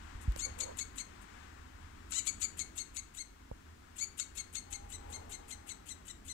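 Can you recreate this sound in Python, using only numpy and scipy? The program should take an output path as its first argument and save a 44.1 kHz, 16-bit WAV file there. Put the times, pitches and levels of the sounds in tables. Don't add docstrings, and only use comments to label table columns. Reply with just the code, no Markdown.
import sys
import numpy as np
from scipy import signal
from scipy.fft import rfft, irfft, next_fast_len
from scipy.io import wavfile
from scipy.ndimage import map_coordinates

SR = 44100
rng = np.random.default_rng(int(sys.argv[2]) if len(sys.argv) > 2 else 0)


def wav_out(sig):
    wavfile.write(sys.argv[1], SR, np.round(np.clip(np.atleast_2d(sig).T, -1, 1) * 32767).astype(np.int16))


N = 279153
TIME = np.arange(N) / SR

# voice_start_s, length_s, top_pitch_hz, rasp_db, squeal_db,
# doubling (0-1, how unequal alternate voice cycles are)
CALLS = [(0.388, 0.073, 2222, -36.5, -35, 0), (0.6, 0.044, 2275, -29.5, -34, 0),
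         (0.785, 0.046, 2240, -32.5, -35, 0.1), (0.978, 0.039, 2194, -35.5, -38, 0.2),
         (2.119, 0.078, 2044, -33, -29.5, 0.95), (2.187, 0.0201, 2340, -58, -33, 0.1),
         (2.266, 0.036, 2375, -26.5, -30.5, 0.03), (2.415, 0.042, 2345, -28.5, -28.5, 0.08),
         (2.589, 0.04, 2222, -31.5, -35.5, 0.1), (2.775, 0.048, 2188, -33.5, -36, 0),
         (2.962, 0.038, 2208, -34.5, -37, 0), (3.168, 0.056, 2174, -42.5, -37.5, 0.13),
         (3.983, 0.064, 2292, -38, -31, 0.06), (4.19, 0.042, 2201, -29, -36, 0),
         (4.371, 0.042, 2190, -34.5, -37, 0.17), (4.548, 0.044, 2193, -33.5, -37, 0),
         (4.725, 0.038, 2178, -34.5, -37, 0.06), (4.918, 0.041, 2062, -41.5, -41, 0.07),
         (5.122, 0.043, 2170, -42, -37.5, 0.22), (5.318, 0.038, 2122, -39, -39, 0.2),
         (5.505, 0.035, 2124, -39, -40.5, 0.1), (5.689, 0.034, 2130, -38, -40, 0.04),
         (5.885, 0.042, 2040, -41, -39.5, 0), (6.079, 0.036, 2000, -43, -40.5, 0.15),
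         (6.277, 0.046, 2058, -43, -39, 0.1)]
# start_s, length_s, level_db
VOICELESS_HISSES = [(0.21, 0.034, -53), (1.215, 0.019, -55)]
# frequency_hz, density_db (per Hz)
TEETH_COLOUR = [(1200, -36), (2600, -3.5), (5200, -18.5), (7600, 0), (9200, -2.5), (10500, -11.5),
                (12000, -8.5), (15500, -29)]
# frequency_hz, level_db
FOLDS_COLOUR = [(600, -79), (1300, -2.5), (1800, -19.5), (2400, -3), (3050, -8.5), (3700, -6), (4800, -17),
                (5450, -14.5), (6100, -14), (6700, -12), (8100, -9.5), (9000, -15), (10500, -15.5),
                (12500, -24), (15500, -38)]
# centre_hz, width_hz, boost_db
TRACT_PEAKS = [(2240, 350, -0.5), (4400, 370, 10.5), (7050, 1004, 19)]
# frequency_hz, time_to_fall_60_db_s
WOODS_DECAY = [(1000, 0.56), (4300, 0.34), (6800, 0.29), (9000, 0.29), (14000, 0.26)]
# centre_hz, width_hz, relative_level_db
CASE_PEAKS = [(516, 107, 32), (885, 160, 12)]
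# start_s, level_db, first_pitch_hz, last_pitch_hz, swell_s
BUMPS = [(0.151, -36.5, 60, 40, 0.0072), (0.2762, -22, 236, 48, 0.014), (3.512, -40, 190, 40, 0.009)]
# start_s, knock_db (before a shared lift), dull_push_share, left_tick_db, right_tick_db
TAPS = [(0.321, -68, 0, -33, -54), (0.3621, -38.5, 0.97, -41, -31), (3.5135, -36, 0.98, -58, -70)]
# start_s, length_s, level_db
RUBS = [(0.468, 0.037, -50.5), (0.582, 0.15, -50)]
# frequency_hz, density_db (per Hz)
SKIN_COLOUR = [(200, -9), (600, 1.5), (1000, 2), (1500, -8), (3000, -11)]
# frequency_hz, density_db (per Hz)
RUMBLE_COLOUR = [(15, -10.5), (35, -2.5), (52, 0.5), (70, -3.5), (84, -1.5), (102, -9.5), (160, -22.5),
                 (400, -66)]
ROAD_COLOUR = [(80, -16), (150, -4.5), (260, 2), (380, -4), (520, -10), (750, -8.5), (1500, -38)]
TYRE_COLOUR = [(400, -49), (750, 2), (1000, 6), (1500, 5), (2100, 1), (3000, -4.5), (5200, -11.5),
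               (7800, -9.5), (10000, -29), (15000, -46)]
# time_s, level_db (before each layer's lift)
RUMBLE_LEVEL = [(0.0, -57), (0.44, -53), (1.16, -62.5), (2.01, -57), (2.96, -61), (3.47, -62), (4.14, -64),
                (4.67, -58), (5.15, -57), (5.87, -64.5), (6.15, -61.5), (6.33, -57)]
ROAD_LEVEL = [(0.0, -61.5), (0.42, -59), (1.89, -63.5), (2.55, -59.5), (3.05, -66.5), (4.76, -62.5),
              (5.18, -58.5), (5.45, -62), (6.33, -62.5)]
TYRE_LEVEL = [(0.0, -60), (0.6, -60.5), (0.92, -63.5), (1.45, -60.5), (1.64, -63.5), (2.48, -65),
              (3.37, -69.5), (4.8, -67), (5.09, -65), (6.33, -69)]
# frequency_hz, density_db (per Hz)
RUSH_COLOUR = [(250, -28), (420, 6), (600, -2), (820, 7.5), (1300, -5.5), (2500, -28)]
# start_s, length_s, level_db
WHINES = [(4.54, 1.3, -65.5), (4.71, 0.2, -58.5), (5.07, 0.087, -54.5)]
# frequency_hz, gain_db
MUFFLE = [(200, 1.5), (380, -1.5), (700, -7.5), (1290, -12.5), (2380, -18.5), (4400, -23), (8100, -30),
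          (15000, -29)]

RASP_SHARE = 0.4
EASY_DB, FORCED_DB = -48, -30
TYPICAL_RASP_DB, HISS_DB, HISS_LEAD_S = -35, -47.5, 0.024
HISS_DB_PER_DB, LEAD_S_PER_DB = 0.6, 0.0009
CLIMB, FALL, CLIMB_BEND, FALL_BEND, FALL_S = 0.35, 0.085, 2.3, 2.3, 0.015
SCATTER, AIR, SPUTTER_DB, SPUTTER_HZ = 0.04, 0.54, 6, 401
SOFT_DB, ROUND_DB_PER_DB, DOUBLED_ROUND_DB = -35.5, 2, 3.5
LOW_HZ, LOW_WIDTH_HZ = 2780, 630
PASS_S, PASS_WIDTH_S, PASS_RUSH_DB, PASS_RUMBLE_DB = 5.18, 0.21, -54.5, -57
WHINE_HZ = 818
PORT_LAG = 26
TOUCH_LEAD = 33
TOP_HZ = 15750


def squirrel():
    out = noise(TEETH_COLOUR) * spells(VOICELESS_HISSES, rise=0.0037, fall=0.013)
    for row in CALLS:
        start, sound = call(*row)
        add(out, start, twigs(sound, echo_db=-16.5))
    return out


def call(onset, length, top_hz, rasp_db, squeal_db, doubling):
    size = SR // 6
    excess_db = rasp_db - TYPICAL_RASP_DB
    hiss_at = onset - HISS_LEAD_S + LEAD_S_PER_DB * excess_db
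    squeal_at, end = onset + RASP_SHARE * length, onset + length
    t = hiss_at + (np.arange(size) - SR // 100) / SR
    colour = tract(squeal_db, doubling)
    pitch = top_hz * arch(t - onset, length)

    force = np.clip((rasp_db - EASY_DB) / (FORCED_DB - EASY_DB), 0.1, 1)
    scatter = SCATTER * force * (wobble(1805, size) + 0.886 * wobble(350.9, size))
    flap = unit(voice(pitch * (1 + scatter), 0.56 * force, colour, odd=0.83))
    sputter = amp(SPUTTER_DB * force * np.tanh(wobble(SPUTTER_HZ, size)))
    rasp = (flap + AIR * force * noise(colour, size)) * sputter
    rasp = rasp / np.std(rasp[(t > onset) & (t < squeal_at)])

    fast_jitter = (0.005 + 0.007 * force) * wobble(2000, size)
    slow_jitter = (0.005 + 0.010 * force) * wobble(280, size)
    squeal = voice(pitch * (1 + fast_jitter + slow_jitter), doubling, colour)
    squeal = squeal / np.std(squeal[(t > squeal_at) & (t < end)])
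    squeal = squeal * amp(1.78 * wobble(156.7, size))
    squeal = squeal + 0.33 * force * noise(colour, size)

    hiss = noise(TEETH_COLOUR, size) * amp(2.5 * wobble(300, size))
    hiss = hiss * amp(HISS_DB + HISS_DB_PER_DB * excess_db)
    sound = hiss * gate(t, hiss_at + 0.0047, onset + 0.014, rise=0.0051, fall=0.011)
    sound = sound + amp(rasp_db) * rasp * gate(t, onset + 0.0017, squeal_at, rise=0.0037, fall=0.003)
    sound = sound + amp(squeal_db) * squeal * gate(t, squeal_at, end - 0.001, rise=0.0061, fall=0.0034)
    return t[0], sound


def voice(pitch, doubling, colour, odd=1):
    k = np.arange(1, 15)[:, None] / 2
    phase = 2 * np.pi * np.cumsum(pitch) / SR
    share = np.where(k % 1, doubling, np.where(k % 2, odd, 1))
    audible = k * pitch < SR / 2
    weight = amp(along(colour, k * pitch)) * share * audible
    first_phase = rng.uniform(0, 2 * np.pi, k.shape)
    return np.sum(weight * np.sin(k * phase + first_phase), axis=0)


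def arch(age, length):
    crest = max(length - FALL_S, length / 2)
    before = np.clip((crest - age) / crest, 0, 1.05)
    after = np.maximum((age - crest) / (length - crest), 0)
    return 1 - CLIMB * before ** CLIMB_BEND - np.minimum(FALL * after ** FALL_BEND, 0.35)


def tract(squeal_db, doubling):
    hz = np.geomspace(500, 16000, num=120)
    round_db = ROUND_DB_PER_DB * max(SOFT_DB - squeal_db, 0) + DOUBLED_ROUND_DB * doubling
    peaks = [*TRACT_PEAKS, (LOW_HZ, LOW_WIDTH_HZ, round_db)]
    boost_db = sum(db * np.exp(-0.5 * ((hz - centre) / width) ** 2) for centre, width, db in peaks)
    return np.transpose([hz, along(FOLDS_COLOUR, hz) + boost_db])


def twigs(x, echo_db):
    delay = np.round(rng.uniform(0.0004, 0.014, size=8) * SR).astype(int)
    echoes = np.bincount(delay, amp(echo_db) * rng.choice([-1, 1], size=8))
    echoes[0] = 1
    return signal.fftconvolve(x, echoes / np.linalg.norm(echoes))


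def woods(x, wet_db):
    hz, t, z = signal.stft(rng.standard_normal((2, SR // 2)), SR, nperseg=256)
    decay = amp(-60 * t / along(WOODS_DECAY, hz)[:, None])
    tail = signal.istft(z * decay, SR, nperseg=256)[1]
    tail = tail * (1 - np.exp(-np.arange(tail.shape[1]) / SR / 0.0041))
    tail = tail / np.linalg.norm(tail[0])
    return x + amp(wet_db) * signal.fftconvolve(x[None], tail, axes=1)[:, :N]


def handling():
    low, knocks = np.zeros((2, N))
    ticks = np.zeros((2, N))
    t = np.arange(SR // 5) / SR
    for s, db, first_hz, last_hz, swell in BUMPS:
        hz = last_hz + (first_hz - last_hz) * np.exp(-t / 0.0047)
        swelling = (t / swell * np.exp(1 - t / swell)) ** 1.47
        add(low, s, amp(db) * swelling * np.sin(2 * np.pi * np.cumsum(hz) / SR))

    ring = case(1. * (t == 0))
    u = t / 0.0014
    push = (1 - u) * np.exp(-u)
    tick_colour = [(500, 9), (3000, 0), (6000, 7), (15000, -8)]  # (Hz, dB per Hz)
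    for s, knock_db, dull, *tick_db in TAPS:
        add(knocks, s, amp(knock_db + 4.5) * (ring / ring.max() + dull * push))
        for port, db in zip(ticks, tick_db):
            add(port, s, amp(db) * np.exp(-t / 0.00052) * noise(tick_colour, len(t)))

    rub = spells(RUBS, rise=0.014, fall=0.013) * amp(2.8 * wobble(90.4))
    rub = rub * unit(case(noise(SKIN_COLOUR)))
    soft = signal.butter(8, 960, fs=SR, output="sos")
    body = signal.sosfilt(soft, knocks) + rub
    return low + body * amp([[-2], [2]]) + ticks


def case(x):
    def response(f):
        return sum(amp(db) * 1j * f * w / (c * c - f * f + 1j * f * w) for c, w, db in CASE_PEAKS)
    return filtered(x, response)


def passing():
    near = 1 / (1 + ((TIME - PASS_S) / PASS_WIDTH_S) ** 2)
    rush = amp(PASS_RUSH_DB) * spread(RUSH_COLOUR, diffuse=0.84)
    rumble = amp(PASS_RUMBLE_DB) * spread(RUMBLE_COLOUR, diffuse=0.045)
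    whine = tone(WHINE_HZ + 12 * wobble(70)) * amp(2.4 * wobble(25))
    return near * (rush + rumble) + spells(WHINES, rise=0.015, fall=0.026) * whine


def traffic():
    engine = amp(-5.5 + 1.3 * wobble(3.5)) * tone(80.5 + 1.61 * wobble(5.5))
    rumble = spread(RUMBLE_COLOUR, diffuse=0.03) + engine
    rumble = amp(curves(RUMBLE_LEVEL)[0] + 1.6) * rumble
    road = amp(curves(ROAD_LEVEL)[0] + 1.0) * spread(ROAD_COLOUR, diffuse=0.7)
    flutter_db = 0.7 * wobble(12)
    tyres = amp(curves(TYRE_LEVEL)[0] + 7.6 + flutter_db) * spread(TYRE_COLOUR, diffuse=0.59)
    return rumble + road + tyres


def spread(spectrum, diffuse):
    return unit(noise(spectrum) + diffuse * np.array([noise(spectrum), noise(spectrum)]))


def noise(spectrum, size=N):
    return unit(filtered(rng.standard_normal(size), lambda hz: amp(along(spectrum, hz))))


def tone(hz):
    return np.sqrt(2) * np.sin(2 * np.pi * np.cumsum(hz) / SR)


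def wobble(rate, size=N):
    return map_coordinates(rng.standard_normal(size // 8 + 4), [np.arange(size) * rate / SR], mode="wrap")


def gate(t, start, end, rise, fall):
    return (1 + np.tanh((t - start) / rise)) * (1 - np.tanh((t - end) / fall)) / 4


def spells(rows, rise, fall):
    return sum(amp(db) * gate(TIME, s, s + length, rise, fall) for s, length, db in rows)


def curves(rows):
    s, *cols = np.transpose(rows)
    return [np.interp(TIME, s, c) for c in cols]


def along(points, hz):
    f, v = np.transpose(points)
    return np.interp(np.log(hz + 1), np.log(f + 1), v)


def filtered(x, response):
    n = x.shape[-1]
    m = next_fast_len(n + 4096)
    return irfft(rfft(x, m) * response(np.fft.rfftfreq(m, 1 / SR)), m)[..., :n]


def delayed(x, samples):
    return filtered(x, lambda hz: np.exp(-2j * np.pi * hz * samples / SR))


def add(track, s, sound):
    part = track[max(round(s * SR), 0):][:len(sound)]
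    part += sound[:len(part)]


def amp(db):
    return 10 ** (np.asarray(db) / 20)


def unit(x):
    return x / np.sqrt(np.mean(x ** 2) + 1e-20)


def scene():
    left, right = woods(squirrel(), wet_db=-11.5) + traffic() + passing()
    right = filtered(right, lambda hz: amp(along(MUFFLE, hz)))
    right = delayed(right, PORT_LAG)
    touch_left, touch_right = handling()
    return np.array([left + delayed(touch_left, TOUCH_LEAD), right + touch_right])


def record(dry):
    colour = [(100, -14), (1000, 0.5), (2500, 2), (7500, -1.0), (10000, -6), (15500, -8.0)]
    hiss = amp(-69.5) * np.array([noise(colour), noise(colour)])
    return filtered(dry + hiss, lambda hz: hz < TOP_HZ)


dry = scene()
out = record(dry)
wav_out(out)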